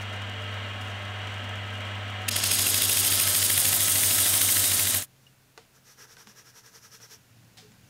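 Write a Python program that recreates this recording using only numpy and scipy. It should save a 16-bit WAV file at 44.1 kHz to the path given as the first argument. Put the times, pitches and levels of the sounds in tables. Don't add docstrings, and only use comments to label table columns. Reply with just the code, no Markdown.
import sys
import numpy as np
from scipy import signal
from scipy.fft import rfft, irfft, next_fast_len
from scipy.io import wavfile
from scipy.ndimage import uniform_filter1d, map_coordinates

SR = 44100
rng = np.random.default_rng(int(sys.argv[2]) if len(sys.argv) > 2 else 0)


def attenuation_scalar(level_db):
    decades = np.asarray(level_db, float) / 20
    return 10 ** decades


def to_wav(s):
    ch = np.atleast_2d(s).T
    pcm = np.round(np.clip(ch, -1, 1) * 32767)
    wavfile.write(sys.argv[1], SR, pcm.astype(np.int16))


N = 347949
TIME_S = np.arange(N) / SR
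TURN_HZ = 13.17
FIRST_STRIKE_S = 2.289


def unit(x):
    return x / np.sqrt(np.mean(x ** 2) + 1e-20)


def along(points, hz):
    f, v = np.transpose(points)
    return np.interp(np.log(hz + 1), np.log(f + 1), v)


def curves(rows):
    s, *cols = np.transpose(rows)
    return [np.interp(TIME_S, s, c) for c in cols]


def wobble(rate_hz):
    knots = rng.standard_normal(int(N * rate_hz / SR) + 4)
    return map_coordinates(knots, [np.arange(N) * rate_hz / SR])


def filtered(x, response):
    m = next_fast_len(N + 8192)
    return irfft(rfft(x, m) * response(np.fft.rfftfreq(m, 1 / SR)), m)[:N]


def peaks(modes, hz):
    power = sum(attenuation_scalar(db) ** 2 / (1 + (2 * (hz - c) / w) ** 2) for c, w, db in modes)
    return np.sqrt(power)


def grains(spectrum, rough_db):
    white = rng.standard_normal(N) * attenuation_scalar(rough_db * wobble(900))
    return unit(filtered(white, lambda hz: attenuation_scalar(along(spectrum, hz))))


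def swell(s, half_s, power):
    return np.cos(np.pi / 2 * np.clip((TIME_S - s) / half_s, -1, 1)) ** power


def motor():
    # multiple, level_db
    hum_orders = [(1, 0.65), (2, -15.5), (3, -27), (4.5, -21.5), (7, -20), (7.5, -19.5)]
    # freq_hz, level_db_per_hz
    whir_spectrum = [(35, -31.5), (72, -15), (102, -16.5), (150, -22), (344, -21), (700, -22.5),
                     (1200, -24), (1700, -16), (2700, -21), (3300, -13.5), (3470, -26), (4300, -33.5),
                     (6500, -41), (9800, -47.5), (16000, -51.5)]
    # freq_hz, width_hz, over_whir_db
    housing = [(239, 14.6, 13), (454, 5.7, 6.5), (529, 18, 8.5), (609.5, 29, 14.5), (739.4, 15, 12),
               (796, 12, 10.5), (928, 73, 8), (1002, 13, 11.5), (1088, 22, 14), (1160, 12, 7),
               (1290, 31, 16.5), (1420, 53, 5.5), (1590, 85, 6), (1800, 53, 2), (2050, 83, 6),
               (2410, 230, 3.5), (2840, 94, 9.5), (2990, 240, -2), (3540, 51, 4), (3720, 60, 10),
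               (4020, 62, 9.5), (4410, 150, 7), (5870, 340, 6.5), (7000, 150, 8.5), (7780, 300, 6),
               (8200, 500, 6.5)]
    hum_hz, hum_db, sag_db, sag_s = 99.73, -35, -4.5, 0.43
    phase = 2 * np.pi * hum_hz * TIME_S + 2.55
    hum = sum(attenuation_scalar(db + .5 * k * wobble(12)) * np.cos(k * phase) for k, db in hum_orders)
    whir = filtered(rng.standard_normal(N),
                    lambda hz: attenuation_scalar(along(whir_spectrum, hz)) * np.hypot(1, peaks(housing, hz)))
    sag = 1 - np.exp(-np.clip(TIME_S - FIRST_STRIKE_S, 0, None) / sag_s)
    return attenuation_scalar(hum_db + sag_db * sag) * hum + attenuation_scalar(-37.5 + 0.49 * wobble(7.98)) * unit(whir)


def sliding():
    # start_s, peak_db
    ticks = [(0.1266, -45), (0.2189, -43), (0.2962, -47), (0.4394, -49), (0.5137, -53), (0.7332, -52),
             (0.817, -49), (0.8839, -50), (1.0495, -49), (1.1014, -53), (1.271, -46), (1.3204, -52),
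             (1.3409, -45), (1.4411, -52), (1.491, -46), (1.5554, -44), (1.7325, -55), (1.8053, -53),
             (1.8652, -52), (1.952, -52), (2.0782, -52), (2.0996, -45)]
    # middle_s, half_length_s, level_db
    shoves = [
        (0, 0.042, -57),
        (0.827, .04, -58),
        (1.0, 0.17, -73),
        (1.6, 0.3, -74),
        (2.1, 0.089, -73),
        (2.276, 0.06, -61),
    ]
    specks_per_s, specks_db, tick_t60_s = 40, -57.5, 0.047
    gate, t = np.zeros(N + SR), np.arange(SR // 20) / SR
    chance = rng.random((round(specks_per_s * FIRST_STRIKE_S), 2))
    specks = [(FIRST_STRIKE_S * u, specks_db + 6 * v) for u, v in chance]
    for s, db in ticks + specks:
        gate[round(s * SR):][:len(t)] += attenuation_scalar(db - 4.5 - 60 * t / tick_t60_s)
    drag = sum(attenuation_scalar(db) * swell(s, half_s, power=.7) for s, half_s, db in shoves)
    drag = drag * attenuation_scalar(-3.5 + 4.6 * wobble(39.7))
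    return (gate[:N] + drag) * grains([(3000, -7), (6000, 6.5), (13000, -7.5), (16000, -11)], rough_db=2.5)


def held(light, firm, grip, rough_db):
    grip = np.clip(grip, 0, 1)
    mix = np.sqrt(1 - grip) * grains(light, rough_db) + np.sqrt(grip) * grains(firm, rough_db)
    z = signal.stft(mix, nperseg=512)[2]
    drift = uniform_filter1d(rng.standard_normal(z.shape), size=6, axis=0)
    drift = uniform_filter1d(drift, size=16, axis=1)
    return unit(signal.istft(z * attenuation_scalar(.9 * unit(drift)), nperseg=512)[1][:N])


def runout(turns):
    # at_turn_share, width_turn_share, grit_db, body_db
    bounces = [
        (.065, .035, -7.5, -7),
        (.6, 0.022, -6, 1),
    ]
    high_share, high_db, low_db, body_swing = 0.51, 1.63, -3, .25
    share = turns % 1
    low = np.clip((share - high_share) / 0.025, 0, 1) * np.clip((1 - share) / 0.033, 0, 1)
    face = high_db + (low_db - high_db) * low
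    clear = [np.exp(-((share - at) / width) ** 2) for at, width, *_ in bounces]
    grit = face + sum(c * row[2] for c, row in zip(clear, bounces))
    body = body_swing * face + sum(c * row[3] for c, row in zip(clear, bounces))
    return grit, body


def strikes(turns, grip, slack_db, uneven, wood, cut, fine):
    # freq_hz, level_db
    burst_light = [(300, -30), (700, -33), (1500, -1), (2050, -2), (2400, 1.5), (2750, 12.5), (3000, -10),
                   (3300, 7), (3800, -6.5), (5000, -11), (9000, -13)]
    # freq_hz, level_db
    burst_firm = [(300, -53), (700, -15), (1500, -2), (2050, 6), (2400, 0), (2750, 2), (3200, 2), (3730, 4),
                  (4200, 0.5), (5500, -38), (9000, -11)]
    strike_db, first_hit_db, snap_db, snap_s = -27, 3.5, -27, .0025
    bright_db, dulls_db, free_db = -7.5, -5, 0.42
    turn = np.clip(np.round(turns).astype(int), 0, None)
    luck = rng.standard_normal((N // 3000, 2))[turn]
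    since_s = (turns - np.round(turns)) / TURN_HZ - 0.00036 * luck[:, 0] * (turn > 0)
    rising = np.clip((since_s + .0095) / .009, 0, 1)
    burst = np.where(since_s < .0025, rising, attenuation_scalar(-60 * (since_s - .0025) / .014))
    started = turns > -.5
    strength = attenuation_scalar(strike_db + first_hit_db * (turn == 0) + .4 * luck[:, 1]) * burst * started
    knock = held(burst_light, burst_firm, grip, rough_db=1.2)
    knock = knock / np.sqrt(np.abs(uniform_filter1d(knock ** 2, size=350)) + .05)
    hiss_db = bright_db + dulls_db * grip + free_db * slack_db
    strike = strength * (knock + attenuation_scalar(hiss_db) * (cut + 1.18 * wood))
    snap = attenuation_scalar(snap_db) * uneven * np.exp(-(since_s / snap_s) ** 2) * started * fine
    return strike + snap


def frame_shake(turns):
    # disc_order, level_db
    orders = [(4, -65), (5, -78), (6, -71), (7, -46), (8, -88), (9, -63), (10, -64), (11, -57), (12, -61),
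              (13, -58), (17, -58.5), (19, -59), (21, -62), (22, -55), (25, -62.5), (29, -56.5),
              (30, -76.5)]
    load = np.clip((TIME_S - 2.3) / 0.28, 0, 1)
    return load * sum(attenuation_scalar(db + 3 + 1.5 * wobble(3)) * np.cos(2 * np.pi * k * (turns + .024))
                      for k, db in orders)


def sanding():
    # time_s, lag_ms
    lag = [(2.3, 0), (2.9, 0.7), (3.1, 0.5), (3.7, -1.3), (4.3, 0.5), (5.1, 2.5)]
    # time_s, feed_pressure_db, grip_0_to_1, rocking_with_disc_wobble
    contact = [
        (2.29, -36.5, .02, 0.86),
        (2.44, -32, 0, 1.2),
        (2.54, -26, 0.12, 1),
        (2.9, -25, 0.28, 0.66),
        (3.75, -24.5, .85, 0.73),
        (4.0, -23.5, 0.86, 0.15),
        (4.45, -23, 0.91, 0.53),
        (4.7, -24.5, 0.93, 0.46),
        (5.06, -26, 1, 1.1),
    ]
    # freq_hz, level_db_per_hz
    body_light = [(150, -15), (260, -8), (600, -11), (1100, -14), (2300, -8), (3300, 0.1), (4400, -3.5),
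                  (5050, 2), (5500, -1.5), (5950, -6), (6700, 1), (7450, -9), (8000, -5), (10400, -30)]
    # freq_hz, level_db_per_hz
    body_firm = [(88, -27), (150, -18.5), (282, -6), (481, -15), (729, -6.5), (846, -24), (1180, -30.5),
                 (1280, -18), (2010, -6.5), (2410, -9), (3780, 2), (4110, -1.5), (7480, 1), (8000, 1.5),
                 (10400, -2), (17600, -120)]
    # freq_hz, level_db_per_hz
    grit_light = [(5000, -30), (7300, -8), (7560, -13), (8300, 1), (8900, 1), (9750, -6), (11250, 3),
                  (12300, -8), (13400, -3), (14500, -10), (15200, -7), (15800, -12)]
    # freq_hz, level_db_per_hz
    grit_firm = [(5000, -28), (7200, -7), (7500, -14), (8400, 1.5), (8950, .5), (9500, -3.5), (11300, 1),
                 (12250, -4.5), (13300, 0), (14500, -5.5), (15300, -4), (15800, -7)]
    full_feed_db, body_full_db, body_db_per_db = -25, -28, 0.21
    turns = TURN_HZ * (TIME_S - FIRST_STRIKE_S - curves(lag)[0] / 1000)
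    grit_db, grip, uneven = curves(contact)
    slack_db = full_feed_db - grit_db
    body_db = body_full_db - body_db_per_db * slack_db
    grit_swing, body_swing = runout(turns)
    wood = held(body_light, body_firm, grip, rough_db=2.0)
    cut = held(grit_light, grit_firm, grip, rough_db=0.75)
    body = attenuation_scalar(body_db + uneven * body_swing + .8 * wobble(90)) * wood
    swing_db = uneven * grit_swing
    fine = filtered(cut, lambda hz: 1 / (1 + (9600 / (hz + 1)) ** 16))
    fine, rest = fine, cut - fine
    grit = attenuation_scalar(1.45 * swing_db) * fine + attenuation_scalar(.8 * swing_db) * rest
    grit = attenuation_scalar(grit_db + .8 * wobble(90)) * grit
    touch = np.clip((TIME_S - 2.306) / 0.0077, 0, 1)
    strike = strikes(turns, grip, slack_db, uneven, wood, cut, fine)
    return touch * (body + grit) + strike + frame_shake(turns)


def workshop():
    # freq_hz, level_db_per_hz
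    room = [(12, -77), (20, -42), (114, -2), (140, -5.5), (233, -9.5), (388, -26), (735, -28.5),
            (1230, -34), (1430, -26.5), (2260, -30), (2780, -27.5), (3080, -31.5), (6970, -32), (9000, -46),
            (11700, -76), (19800, -120)]
    # time_s, pitch_hz, level_db
    fan_course = [(5.0, 132, -66), (5.6, 131.8, -67), (6.9, 119, -67), (7.4, 116, -63),
                  (7.89, 115.4, -61.5)]
    # freq_hz, level_db
    mic_noise = [(200, 5), (1500, -1.5), (6500, -8), (9000, -6), (14500, -7), (15300, -5), (15800, -17)]
    tone = filtered(rng.standard_normal(N), lambda hz: attenuation_scalar(along(room, hz)))
    low = filtered(tone, lambda hz: 1 / (1 + (hz / 350) ** 8))
    fan_hz, fan_db = curves(fan_course)
    rise_db = fan_db - fan_db[0]
    phase = 2 * np.pi * np.cumsum(fan_hz + 1.5 * wobble(20)) / SR
    fan = attenuation_scalar(fan_db + 3 + 1.5 * wobble(15)) * np.sin(phase)
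    rumble = attenuation_scalar(-66 + 1.67 * rise_db) * unit(low)
    air = attenuation_scalar(-68 + rise_db) * unit(tone - low)
    hiss = attenuation_scalar(-65 + .3 * rise_db) * grains(mic_noise, rough_db=-0.2)
    return rumble + air + fan + hiss


def strokes():
    # middle_s, level_db, half_length_s, board_share_db
    tries = [
        (5.24, -70, .07, -12),
        (5.765, -63, 0.047, -2),
        (5.897, -55.5, 0.067, -5),
        (6.02, -51.5, 0.054, -0.5),
        (6.119, -55, 0.048, -1.5),
    ]
    # freq_hz, level_db_per_hz
    paper = [(1300, -51), (2200, -11.5), (3400, -9.5), (3900, -10.5), (4700, -7.5), (5730, -1), (6500, -6),
             (7400, -11), (8700, -15), (9500, -11), (10800, -16.5), (12100, -10.5), (13500, -16),
             (16000, -23)]
    # freq_hz, width_hz, level_db
    board_modes = [(446, 38, 1), (950, 120, -6), (1310, 110, -2.5), (1650, 240, -1.5), (1960, 110, -6)]
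    # freq_hz, width_hz, level_db
    sing_modes = [(5700, 840, 0)]
    from_s, to_s, rubs_n, rub_half_s = 6.207, 7.13, 11, 0.047
    rub_db, grows_db, push_db = -54.5, 4.5, 0.5
    share_db, share_falls_db = -3.5, -2
    sing_db, sing_power, echo_db, echo_s = -5.5, 1.8, -15, .1
    rubs = []
    for k, u in enumerate(np.linspace(0, 1, rubs_n)):
        stroke_db = rub_db + grows_db * u ** 2 + push_db * (-1) ** k
        rubs.append((from_s + u * (to_s - from_s), stroke_db, rub_half_s, share_db + share_falls_db * u))
    moves = tries + rubs
    speeds = [attenuation_scalar(db) * swell(s, 1.4 * half_s, power=2.76) for s, db, half_s, _ in moves]
    speed = sum(speeds)
    board_noise = rng.standard_normal(N) * attenuation_scalar(1.9 * wobble(300))
    board = unit(filtered(board_noise, lambda hz: peaks(board_modes, hz)))
    pressed = sum(attenuation_scalar(row[3]) * v for row, v in zip(moves, speeds))
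    near = speed * attenuation_scalar(0.81 * wobble(80)) * grains(paper, rough_db=1.0) + pressed * board
    sing = unit(filtered(rng.standard_normal(N), lambda hz: peaks(sing_modes, hz) ** 2))
    sing = attenuation_scalar(sing_db + rub_db) * (speed / attenuation_scalar(rub_db)) ** sing_power * sing
    t = np.arange(SR // 2) / SR
    tail = rng.standard_normal(len(t)) * np.exp(-t / echo_s)
    echo = signal.fftconvolve(near, tail / np.linalg.norm(tail))[:N]
    return near + sing + attenuation_scalar(echo_db) * echo


def taps():
    # start_s, crack_db, lattice_db, own_ring_hz, own_ring_db
    knocks = [
        (5.164, -59, -32, 3130, -4),
        (5.267, -54.5, -31, 2860, 7.5),
        (5.577, -37, -6.5, 3020, -25),
        (6.1685, -43.5, -12, 1530, -6),
        (6.272, -41, -12, 212, -9),
        (7.002, -51.5, -5, 1490, -10),
        (7.585, -58, -6, 750, 5),
        (7.626, -65, -6, 423, 12),
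        (7.647, -63, -9, 421, 11),
        (7.719, -51, -28, 7540, -5),
    ]
    # freq_hz, level_db, t60_s
    lattice = [(457, -3, 0.13), (520, -4, .06), (735, -5.5, 0.1), (925, -5, 0.057), (1180, -1, 0.037),
               (1480, 2, 0.029), (2000, -1, 0.033)]
    crack_t60_s, tail_db, tail_t60_s, ring_rise_s = 0.018, -11, 0.35, 0.00069
    out, t = np.zeros(N + SR), np.arange(SR // 3) / SR
    soft = signal.butter(2, [400, 5500], "band", fs=SR)
    for s, db, lattice_db, own_hz, own_db in knocks:
        white = rng.standard_normal((2, len(t))) + 6 * signal.unit_impulse(len(t), 4)
        noise = signal.lfilter(*soft, white)
        modes = [(f, lattice_db + mode_db, t60_s) for f, mode_db, t60_s in lattice]
        modes.append((own_hz, own_db, 3.3 / own_hz ** 0.51))
        ring = sum(attenuation_scalar(mode_db - 60 * t / t60_s) * np.sin(2 * np.pi * f * t) for f, mode_db, t60_s in modes)
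        ring = ring * (1 - np.exp(-t / ring_rise_s))
        crack = attenuation_scalar(-60 * t / crack_t60_s) * noise[0]
        tail = attenuation_scalar(tail_db - 60 * t / tail_t60_s) * noise[1]
        out[round(s * SR):][:len(t)] += attenuation_scalar(db) * (ring + crack + tail)
    return out[:N]


def flick():
    # freq_hz, level_db
    dust = [(300, -7), (1200, -6), (3000, -2), (5000, 0), (7500, -7), (12000, -17), (16000, -18)]
    start_s, flick_db, t60_s = 7.571, -48.5, 0.3
    since_s = TIME_S - start_s
    sweep = (since_s > 0) * attenuation_scalar(flick_db - 60 * np.abs(since_s - .01) / t60_s)
    return sweep * grains(dust, rough_db=0.5)


def scene():
    from_s, to_s, bend = 4.965, 5.062, 1.25
    fade = np.clip((to_s - TIME_S) / (to_s - from_s), 0, 1)
    machine = motor() + sliding() + sanding()
    shop = workshop() + strokes() + taps() + flick()
    return (fade ** bend * machine + (1 - fade) * shop)[None]


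def band_limit(x):
    return signal.sosfilt(signal.butter(12, 16630, fs=SR, output="sos"), x)


def record(dry):
    top_hz, edge_hz = 15790, 50
    mix = filtered(dry[0], lambda hz: np.sin(np.pi / 2 * np.clip((top_hz - hz) / edge_hz, 0, 1)))
    return band_limit(mix[None])


dry = scene()
out = record(dry)
to_wav(out)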